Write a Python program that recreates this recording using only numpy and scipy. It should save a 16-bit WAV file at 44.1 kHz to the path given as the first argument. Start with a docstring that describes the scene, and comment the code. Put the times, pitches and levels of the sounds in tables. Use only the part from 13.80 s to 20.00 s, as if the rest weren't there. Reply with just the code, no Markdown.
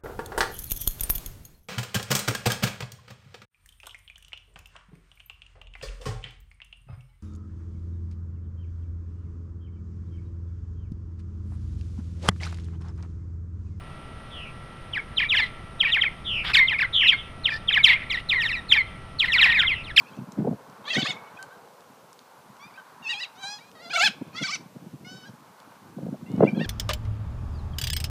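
"""Purple martins chatter on their bird house on an open lawn, round the microphone of a camera mounted on it.
Throughout: a low outdoor rumble, steady hiss and the thin electrical whine of the camera.
A faint trilled buzz opens at half a second; from about 1.1 s steep falling whistles come thick, among
short lower notes, noisy rasps and, near 3.1 s, the loudest buzz, with its own faint echo from the trees.
The house throws each call back at once, and trees some 26 m off answer 0.15 s later, until the end."""
import sys
import numpy as np
from scipy import signal
from scipy.fft import rfft, irfft, next_fast_len
from scipy.io import wavfile

SR = 44100
rng = np.random.default_rng(int(sys.argv[2]) if len(sys.argv) > 2 else 0)


def to_wav(sig):
    """Store sig (one row per channel, or 1-D mono) as 16-bit WAV at the path in sys.argv[1].

    Samples outside -1..1 are clipped; the rate is SR.
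    """
    pcm = np.clip(np.atleast_2d(sig), -1, 1) * 32767
    pcm = np.round(pcm).astype(np.int16)
    wavfile.write(sys.argv[1], SR, pcm.T)  # frames by channels


N = 273420  # samples, 6.2 s
EDGE_HZ = 15300  # upper band limit


def amp(db):
    """Decibels to gain."""
    return 10 ** (np.asarray(db) / 20)


def evened(x):
    """Scales to an rms of 1."""
    return x / np.sqrt(np.mean(x ** 2) + 1e-20)


def read(points, hz):
    """A spectrum joined by straight lines on a log-frequency axis."""
    f, value = np.transpose(points)
    return np.interp(np.log(hz + 1), np.log(f + 1), value)


def add(mix, s, sound):
    """Mixes a sound in at s seconds."""
    part = mix[max(round(s * SR), 0):][:len(sound)]
    part += sound[:len(part)]


def coloured(count, gain):
    """Noise of rms 1 whose spectrum follows gain(Hz)."""
    size = next_fast_len(count + 2048)
    spectrum = rfft(rng.standard_normal(size))
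    noise = irfft(spectrum * gain(np.fft.rfftfreq(size, 1 / SR)), size)
    return evened(noise[:count])


def below(f, hz):
    """Gain of a gentle low-pass, halved at hz."""
    return 1 / (1 + (f / hz) ** 4)


def wander(count, hz):
    """Slow chance of rms 1, up to about hz."""
    return coloured(count, lambda f: below(f, hz))


def fade(t, edge, release=None):
    """Soft start, edge seconds long, and a soft stop of the same length unless release is given."""
    ramp = np.minimum(t / edge, (t[-1] - t) / (release or edge))
    return np.sin(np.pi / 2 * np.clip(ramp, 0, 1)) ** 2


# Steady electrical tones of the camera: (frequency [Hz], level [dB])
WHINE_TONES = [(646.0, -62), (1174, -60), (1292, -58.5), (1351, -53), (1938, -58)]


def whine(waver=0.07):
    """Faint electrical tones at the microphone, wavering slightly together."""
    t = np.arange(N) / SR
    tones = sum(amp(db) * np.sin(2 * np.pi * (hz * t + rng.random())) for hz, db in WHINE_TONES)
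    return np.sqrt(2) * tones * (1 + waver * wander(N, 3.3))


# Spectral shape of the outdoor air: (frequency [Hz], relative level per Hz [dB])
AIR_SPECTRUM = [(25, -1.5), (60, -1.5), (140, -2.5), (300, -12), (800, -15), (1600, -19.5), (3100, -21.5),
                (4600, -33.5), (5300, -34.5), (7500, -48), (9200, -28.5), (10000, -43.5), (11200, -39),
                (12200, -60.5)]


def air(rumble_db=-42.5, hiss_db=-47, split_hz=220, swell_db=1):
    """Steady outdoor hiss over a rumble that swells with the breeze."""
    def rumble_colour(f):
        return amp(read(AIR_SPECTRUM, f)) * below(f, split_hz)

    def hiss_colour(f):
        return amp(read(AIR_SPECTRUM, f)) * np.sqrt(1 - below(f, split_hz) ** 2)

    rumble = coloured(N, rumble_colour) * amp(rumble_db + swell_db * wander(N, 1.6))
    return rumble + amp(hiss_db) * coloured(N, hiss_colour)


def scatter(x, delay, t60, top_hz):
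    """A diffuse echo, dying by 60 dB in t60 seconds, that has lost its treble above top_hz."""
    t = np.arange(SR) / SR
    decay = (t > delay) * amp(-60 * np.maximum(t - delay, 0) / t60)
    tail = wander(SR, top_hz) * decay
    # the energy returned is in proportion to the band that survives
    tail /= np.sqrt(np.sum(tail ** 2) * SR / 2 / top_hz)
    return signal.fftconvolve(x, tail)[:N]


# Single reflections from the gourds and rails close by: (delay [s], level [dB])
NEAR_ECHOES = [(.0031, -33), (.0058, -16.5), (.0094, -29.5), (0.0192, -26.5)]


def yard(x, house_db=-16, lawn_db=-29, trees_db=-31, trees_delay=0.15):
    """Direct sound, clutter of the bird house, near reflections, lawn and the late answer of the trees."""
    out = x + amp(house_db) * scatter(x, delay=0.0071, t60=0.24, top_hz=11000)
    for delay, db in NEAR_ECHOES:
        add(out, delay, amp(db) * x)
    out += amp(lawn_db) * scatter(x, delay=0.014, t60=0.57, top_hz=4400)
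    return out + amp(trees_db) * scatter(x, delay=trees_delay, t60=0.22, top_hz=4500)


def glide(u, first_hz, last_hz, scoop):
    """Pitch over a note (u from 0 to 1): even in octaves, its log sagging by scoop in the middle."""
    return first_hz * (last_hz / first_hz) ** u * np.exp(-scoop * 4 * u * (1 - u))


def effort(u, db, swell_db, arch_db):
    """Gain over a note (u from 0 to 1): swells or dies away steadily, and arches about its mean level."""
    return amp(db + swell_db * (u - .5) + arch_db * (4 * u * (1 - u) - 2 / 3))


# Colour of the overtones and rasps: (frequency [Hz], level [dB])
VOICE_COLOUR = [(3500, -3.5), (4500, -12.5), (5300, -12), (6200, -29), (6900, -21.5), (8000, -21),
                (9700, -23), (11500, -15.5), (12600, -24), (15000, -29)]


def syrinx(hz, overtone_db, fall_db=10.0, waver_db=3, thin_db=7, count=7):
    """A near-sine whose overtones flicker and thin out at high pitch; also returns its phase."""
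    phase = 2 * np.pi * (np.cumsum(hz) / SR + rng.random())
    tone = np.sin(phase)
    # thin_db is lost per octave above 2800 Hz
    strength_db = overtone_db - thin_db * np.maximum(np.log2(hz / 2800), 0)
    for k in range(2, count + 1):
        flicker_db = waver_db * np.tanh(wander(len(hz), 93))
        db = strength_db - fall_db * np.log2(k - 1) + read(VOICE_COLOUR, k * hz) + flicker_db
        tone += amp(db) * np.sin(k * phase) * (k * hz < EDGE_HZ)
    return np.sqrt(2) * tone, phase


# Hoarse bursts: (start [s], end [s], level [dB], centre [Hz], width [Hz])
RASP_CALLS = [(1.399, 1.473, -34.5, 2750, 900), (1.564, 1.691, -41, 3460, 1300),
              (2.042, 2.123, -29.5, 2700, 500), (2.629, 2.736, -31, 1780, 1400),
              (2.636, 2.728, -34.5, 3300, 600), (2.637, 2.726, -43.5, 4800, 600),
              (3.687, 3.785, -43.5, 4850, 700), (4.069, 4.155, -23, 2840, 700),
              (4.132, 4.257, -37, 2090, 300), (4.345, 4.416, -38, 2800, 1210),
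              (5.439, 5.494, -30.5, 2800, 1200), (5.581, 5.737, -28, 2300, 1480)]


def rasp(start, end, db, hz, width, rate=380, beat=.6, lumpy_db=2.5):
    """Chaotic vibration: uneven puffs of noise, about rate a second, in one broad throat resonance."""
    t = np.arange(0, end - start, 1 / SR)

    def throat(f):
        detuning = (f ** 2 - hz ** 2) / ((f + 1) * width)
        return amp(read(VOICE_COLOUR, f)) / (1 + detuning ** 2) ** 0.66

    noise = coloured(len(t), throat)
    puff_rate = rate * (1 + 0.168 * wander(len(t), 59))
    puffs = 1 + beat * np.sin(2 * np.pi * np.cumsum(puff_rate) / SR)
    lumps = amp(lumpy_db * wander(len(t), 61))
    return start, amp(db) * evened(noise * puffs * lumps) * fade(t, 0.023)


BUZZ_FALL_OCTAVES_PER_S, BUZZ_SCOOP, TRILL_DEPTH_HZ = 2.7, 0.045, 222
# Falling buzzes; the faint one at 3.354 s is the loud buzz echoed from the trees:
# (start [s], length [s], top [Hz], level [dB], arch of the level [dB], trill rate [per s])
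FALLING_BUZZES = [(0.49, 0.24, 3720, -45, 8, 118), (2.438, 0.21, 3640, -29.5, 3, 130),
                  (3.122, 0.195, 3746, -19, -6.5, 141), (3.354, 0.079, 3660, -37.5, 4, 100),
                  (5.886, 0.16, 3390, -38.5, 4, 160)]


def buzz(start, length, top_hz, db, arch_db, rate, overtone_db=-18, throb=0.12,
         echo=0.47, echo_delay=0.014, waver_db=0.46):
    """A falling whistle that trills very fast, blurred by its reflection off the house."""
    t = np.arange(0, length, 1 / SR)
    u = t / t[-1]
    trill = 2 * np.pi * np.cumsum(rate * (1 + 0.027 * wander(len(t), 40))) / SR
    bottom_hz = top_hz * 2 ** (-BUZZ_FALL_OCTAVES_PER_S * length)
    hz = glide(u, top_hz, bottom_hz, BUZZ_SCOOP)
    hz = hz + TRILL_DEPTH_HZ * np.sin(trill) + 70 * wander(len(t), 430)
    tone, _ = syrinx(hz, overtone_db)
    gain = effort(u, db + waver_db * wander(len(t), 30), 0, arch_db)
    tone = tone * (1 + throb * np.cos(trill)) * gain * fade(t, 0.044)
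    lag = round(echo_delay * SR)
    return start, np.pad(tone, (0, lag)) + echo * np.pad(tone, (lag, 0))


BEAD_DB, BEAD_HZ = 2.5, 59.4  # depth and speed of the chance wavering of a note's level


def whistle(length, pitch, level, overtone_db, edge, release, calm_per_s, jitter=0.014, rough=0.14,
            flutter=0.35, sub=0.94, clear_hz=3100, hoarse_hz=1300):
    """A gliding note; at low pitch the membrane turns rough and rattles at half its rate, as calm allows."""
    length = max(length, .005)
    t = np.arange(0, length + release / 2, 1 / SR)
    u = t / length
    unrest = 1 - np.clip(calm_per_s * t, 0, 1)
    hz = glide(u, *pitch) * (1 + jitter * unrest * wander(len(t), 194))
    tone, phase = syrinx(hz, overtone_db)
    # clean above clear_hz, fully rough hoarse_hz below that
    slack = unrest * np.clip((clear_hz - hz) / hoarse_hz, 0, 1)
    half_rate = np.sin(phase + phase / 2) + sub * np.sin(phase / 2)
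    rattle = wander(len(t), 140) * half_rate
    tone = tone * (1 + flutter * slack * wander(len(t), 300)) + rough * slack * rattle
    beads = np.tanh(wander(len(t), BEAD_HZ))
    bead_gain = amp(BEAD_DB * unrest * (beads - beads.mean()))
    return tone * effort(np.minimum(u, 1), *level) * bead_gain * fade(t, edge, release)


# base values for a level note, and what each octave of fall adds to its scoop and swell
NOTE_SCOOP, NOTE_SCOOP_PER_OCTAVE = 0.081, -.15
NOTE_SWELL_DB, NOTE_SWELL_DB_PER_OCTAVE, NOTE_ARCH_DB = -10, 18, 3.5
# Short lower notes, some nearly level, some steep little chirps:
# (start [s], length [s], first pitch [Hz], last pitch [Hz], level [dB], overtones [dB])
SHORT_LOW_NOTES = [(1.183, 0.028, 2485, 2180, -32.5, -23), (1.411, 0.032, 2620, 1734, -23.5, -25),
                   (1.441, 0.04, 2470, 2480, -30.5, -24), (1.646, 0.033, 2055, 2370, -37, -15),
                   (2.045, 0.036, 2610, 2250, -23, -21), (2.066, 0.064, 1982, 2050, -31.5, -26),
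                   (2.176, 0.026, 2490, 1910, -23.5, -22), (2.245, 0.04, 2700, 2010, -25.5, -24),
                   (2.731, 0.028, 2900, 1524, -21.5, 2.5), (2.79, .074, 2300, 2140, -18, -21),
                   (2.934, 0.035, 2560, 2125, -25, -25), (2.983, .02, 2710, 1640, -23.5, -9),
                   (3, 0.038, 2960, 1475, -22, -9), (3.038, 0.024, 2310, 1970, -23, -16),
                   (3.204, .037, 2790, 1660, -23, -22), (3.241, 0.029, 2450, 1850, -24.5, -30),
                   (3.319, 0.038, 2420, 2193, -23, -14), (3.7, 0.043, 2590, 2460, -32.5, -9),
                   (3.714, 0.065, 1895, 1900, -32.5, -12), (3.913, 0.04, 2700, 1800, -29, -18),
                   (3.982, .04, 2550, 2170, -24, -16), (4.084, 0.044, 2480, 1846, -17, -10),
                   (4.127, 0.045, 2204, 2540, -23, -35), (4.296, 0.035, 2435, 1930, -30.5, -24),
                   (4.369, .024, 2146, 2110, -29.5, -18), (4.542, 0.083, 2255, 1795, -23.5, -11),
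                   (4.704, 0.028, 2180, 1774, -29.5, -0.5), (4.725, 0.04, 2874, 2305, -29, -12),
                   (4.748, 0.053, 2213, 1843, -34, -1), (4.911, 0.014, 2790, 1604, -25, -8),
                   (4.966, 0.057, 2480, 2030, -20.5, -13.5), (5.478, 0.053, 2170, 1806, -27.5, -6),
                   (5.572, 0.029, 1644, 1310, -32.5, -4), (5.668, 0.067, 2068, 1874, -21.5, -13),
                   (5.74, 0.058, 2755, 1790, -20.5, -11), (5.74, .084, 2122, 1357, -28.5, -9),
                   (5.842, 0.029, 2340, 2080, -24.5, -26), (6.161, .02, 2900, 1650, -19.5, 5.5)]


def low_note(start, length, first_hz, last_hz, db, overtone_db):
    """A short low whistle: its roughness eases with time, and its fall sets the scoop and swell."""
    fall = np.log2(first_hz / last_hz)
    pitch = first_hz, last_hz, NOTE_SCOOP + NOTE_SCOOP_PER_OCTAVE * fall
    level = db, NOTE_SWELL_DB + NOTE_SWELL_DB_PER_OCTAVE * fall, NOTE_ARCH_DB
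    return start, whistle(length, pitch, level, overtone_db, edge=0.0063, release=0.0075, calm_per_s=9.1)


def hook(hz, db, length=0.0089, rise=0.094, soft_db=-7):
    """The quiet upward flick with which a chirp reaches its top pitch."""
    t = np.arange(0, length, 1 / SR)
    pitch = hz * (1 - rise * (1 - t / t[-1]) ** 2)
    return amp(db + soft_db) * np.sin(2 * np.pi * np.cumsum(pitch) / SR) * fade(t, length / 2)


CASE_HZ, CASE_WIDTH = 3178, 115  # ring of the camera's case and its bandwidth [Hz]
CHIRP_ARCH_DB = -0.5  # a chirp is this much weaker in the middle
# Steep falling chirps: (start [s], length [s], top [Hz], bottom [Hz], scoop: sag of the log pitch at
# mid-call, level [dB], swell from start to end [dB], overtones [dB], case ring [gain, none below 0])
CHIRP_CALLS = [(1.131, 0.053, 3530, 1623, .05, -29, 9.5, -11.5, 1.5),
               (1.366, 0.045, 4180, 1710, -0.049, -27.5, 13, -10, 7),
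               (1.492, 0.069, 3910, 1590, -0.011, -22, -0.5, -13, 1),
               (1.542, 0.064, 3990, 1755, 0.17, -25, 7, -3, -1.5),
               (1.563, 0.083, 3680, 1992, .15, -24.5, 4, -5.5, 2.5),
               (1.999, .049, 3970, 1676, 0.044, -25, 3, -10.5, 5),
               (2.117, .06, 3940, 1617, -0.067, -21, 2, -12.5, 1),
               (2.208, 0.036, 3850, 1640, -.13, -25.5, 14, -11.5, 6),
               (2.742, 0.054, 4380, 1807, 0.18, -16.5, 1.5, 0, 2),
               (2.871, .068, 4130, 1690, 0.12, -26.5, 7.5, -12.5, 6),
               (3.275, 0.065, 4120, 1486, -0.046, -22, -10, -9.5, 3.5),
               (3.64, 0.058, 4300, 1652, 0, -29, 6, -11, 10.5),
               (3.879, 0.037, 3690, 1584, -0.11, -26, 0.5, -12.5, 3),
               (3.924, 0.06, 4000, 1617, -0.0015, -20, 4.5, -11.5, 1.1),
               (4.036, .054, 3950, 1730, .12, -17.5, -6, 1, 3.5),
               (4.301, 0.062, 4260, 1787, 0.16, -28.5, -1, -1, 1),
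               (4.492, 0.055, 4260, 1780, 0.11, -21, -4, -8.5, 0),
               (4.602, 0.069, 3810, 1754, .15, -26, 2, -0.5, -6),
               (4.654, 0.053, 3950, 1975, -0.072, -30.5, 8, -3, -0.5),
               (4.887, .032, 4480, 3420, 0.081, -29.5, 14, -2, 3.5),
               (4.917, .059, 3790, 1738, 0.17, -19.5, -7, -3.5, 2.5),
               (5.391, 0.062, 4486, 1780, 0.12, -21, -1, -8, 1.5),
               (5.517, 0.057, 3860, 1898, 0.14, -19.5, 5.5, -3, -1),
               (5.578, 0.058, 3820, 1746, 0.14, -17.5, 3.5, -14, 0),
               (5.61, 0.06, 4350, 1730, .01, -15.5, 3, -6.5, 0.9),
               (5.692, 0.05, 4350, 1850, 0.057, -24, 7, -26, 0),
               (5.724, .02, 4270, 3080, .03, -30, -13, -9, -2),
               (5.788, 0.053, 4000, 1515, -0.1, -21, -0.5, -7.5, 1.8),
               (5.866, 0.079, 3840, 1980, 0.13, -24.5, 0.5, -16, 3),
               (6.04, 0.079, 4380, 1610, 0.0071, -40.5, 12, -5, -2),
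               (6.165, 0.038, 4350, 2190, 0.088, -17.5, 9.5, 3.5, 4.5)]


def chirp(start, length, top_hz, bottom_hz, scoop, db, swell_db, overtone_db, ring, lead=0.0055):
    """A flick and a steep sweep; some chirps ring the camera's case round the microphone and beat with it."""
    sound = np.zeros(SR // 5)
    add(sound, 0, hook(top_hz, db - swell_db / 2))
    pitch = top_hz, bottom_hz, scoop
    level = db, swell_db, CHIRP_ARCH_DB
    sweep = whistle(length, pitch, level, overtone_db, edge=0.0065, release=0.013, calm_per_s=0)
    add(sound, lead, sweep)
    b, a = signal.iirpeak(CASE_HZ, CASE_HZ / CASE_WIDTH, fs=SR)
    return start - lead, sound + max(ring, 0) * signal.lfilter(b, a, sound)


def scene():
    """All the calls sound through the yard, over the air and the camera's whine."""
    birds = np.zeros(N)
    voices = (rasp, RASP_CALLS), (buzz, FALLING_BUZZES), (low_note, SHORT_LOW_NOTES), (chirp, CHIRP_CALLS)
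    for voice, calls in voices:
        for row in calls:
            add(birds, *voice(*row))
    return (yard(birds) + air() + whine())[None]


def record(dry):
    """The band limit of the recorder: a steep low-pass."""
    low_pass = signal.firwin(511, EDGE_HZ, window=("kaiser", 9), fs=SR)
    return signal.oaconvolve(dry, low_pass[None], "same")


dry = scene()
out = record(dry)
to_wav(out)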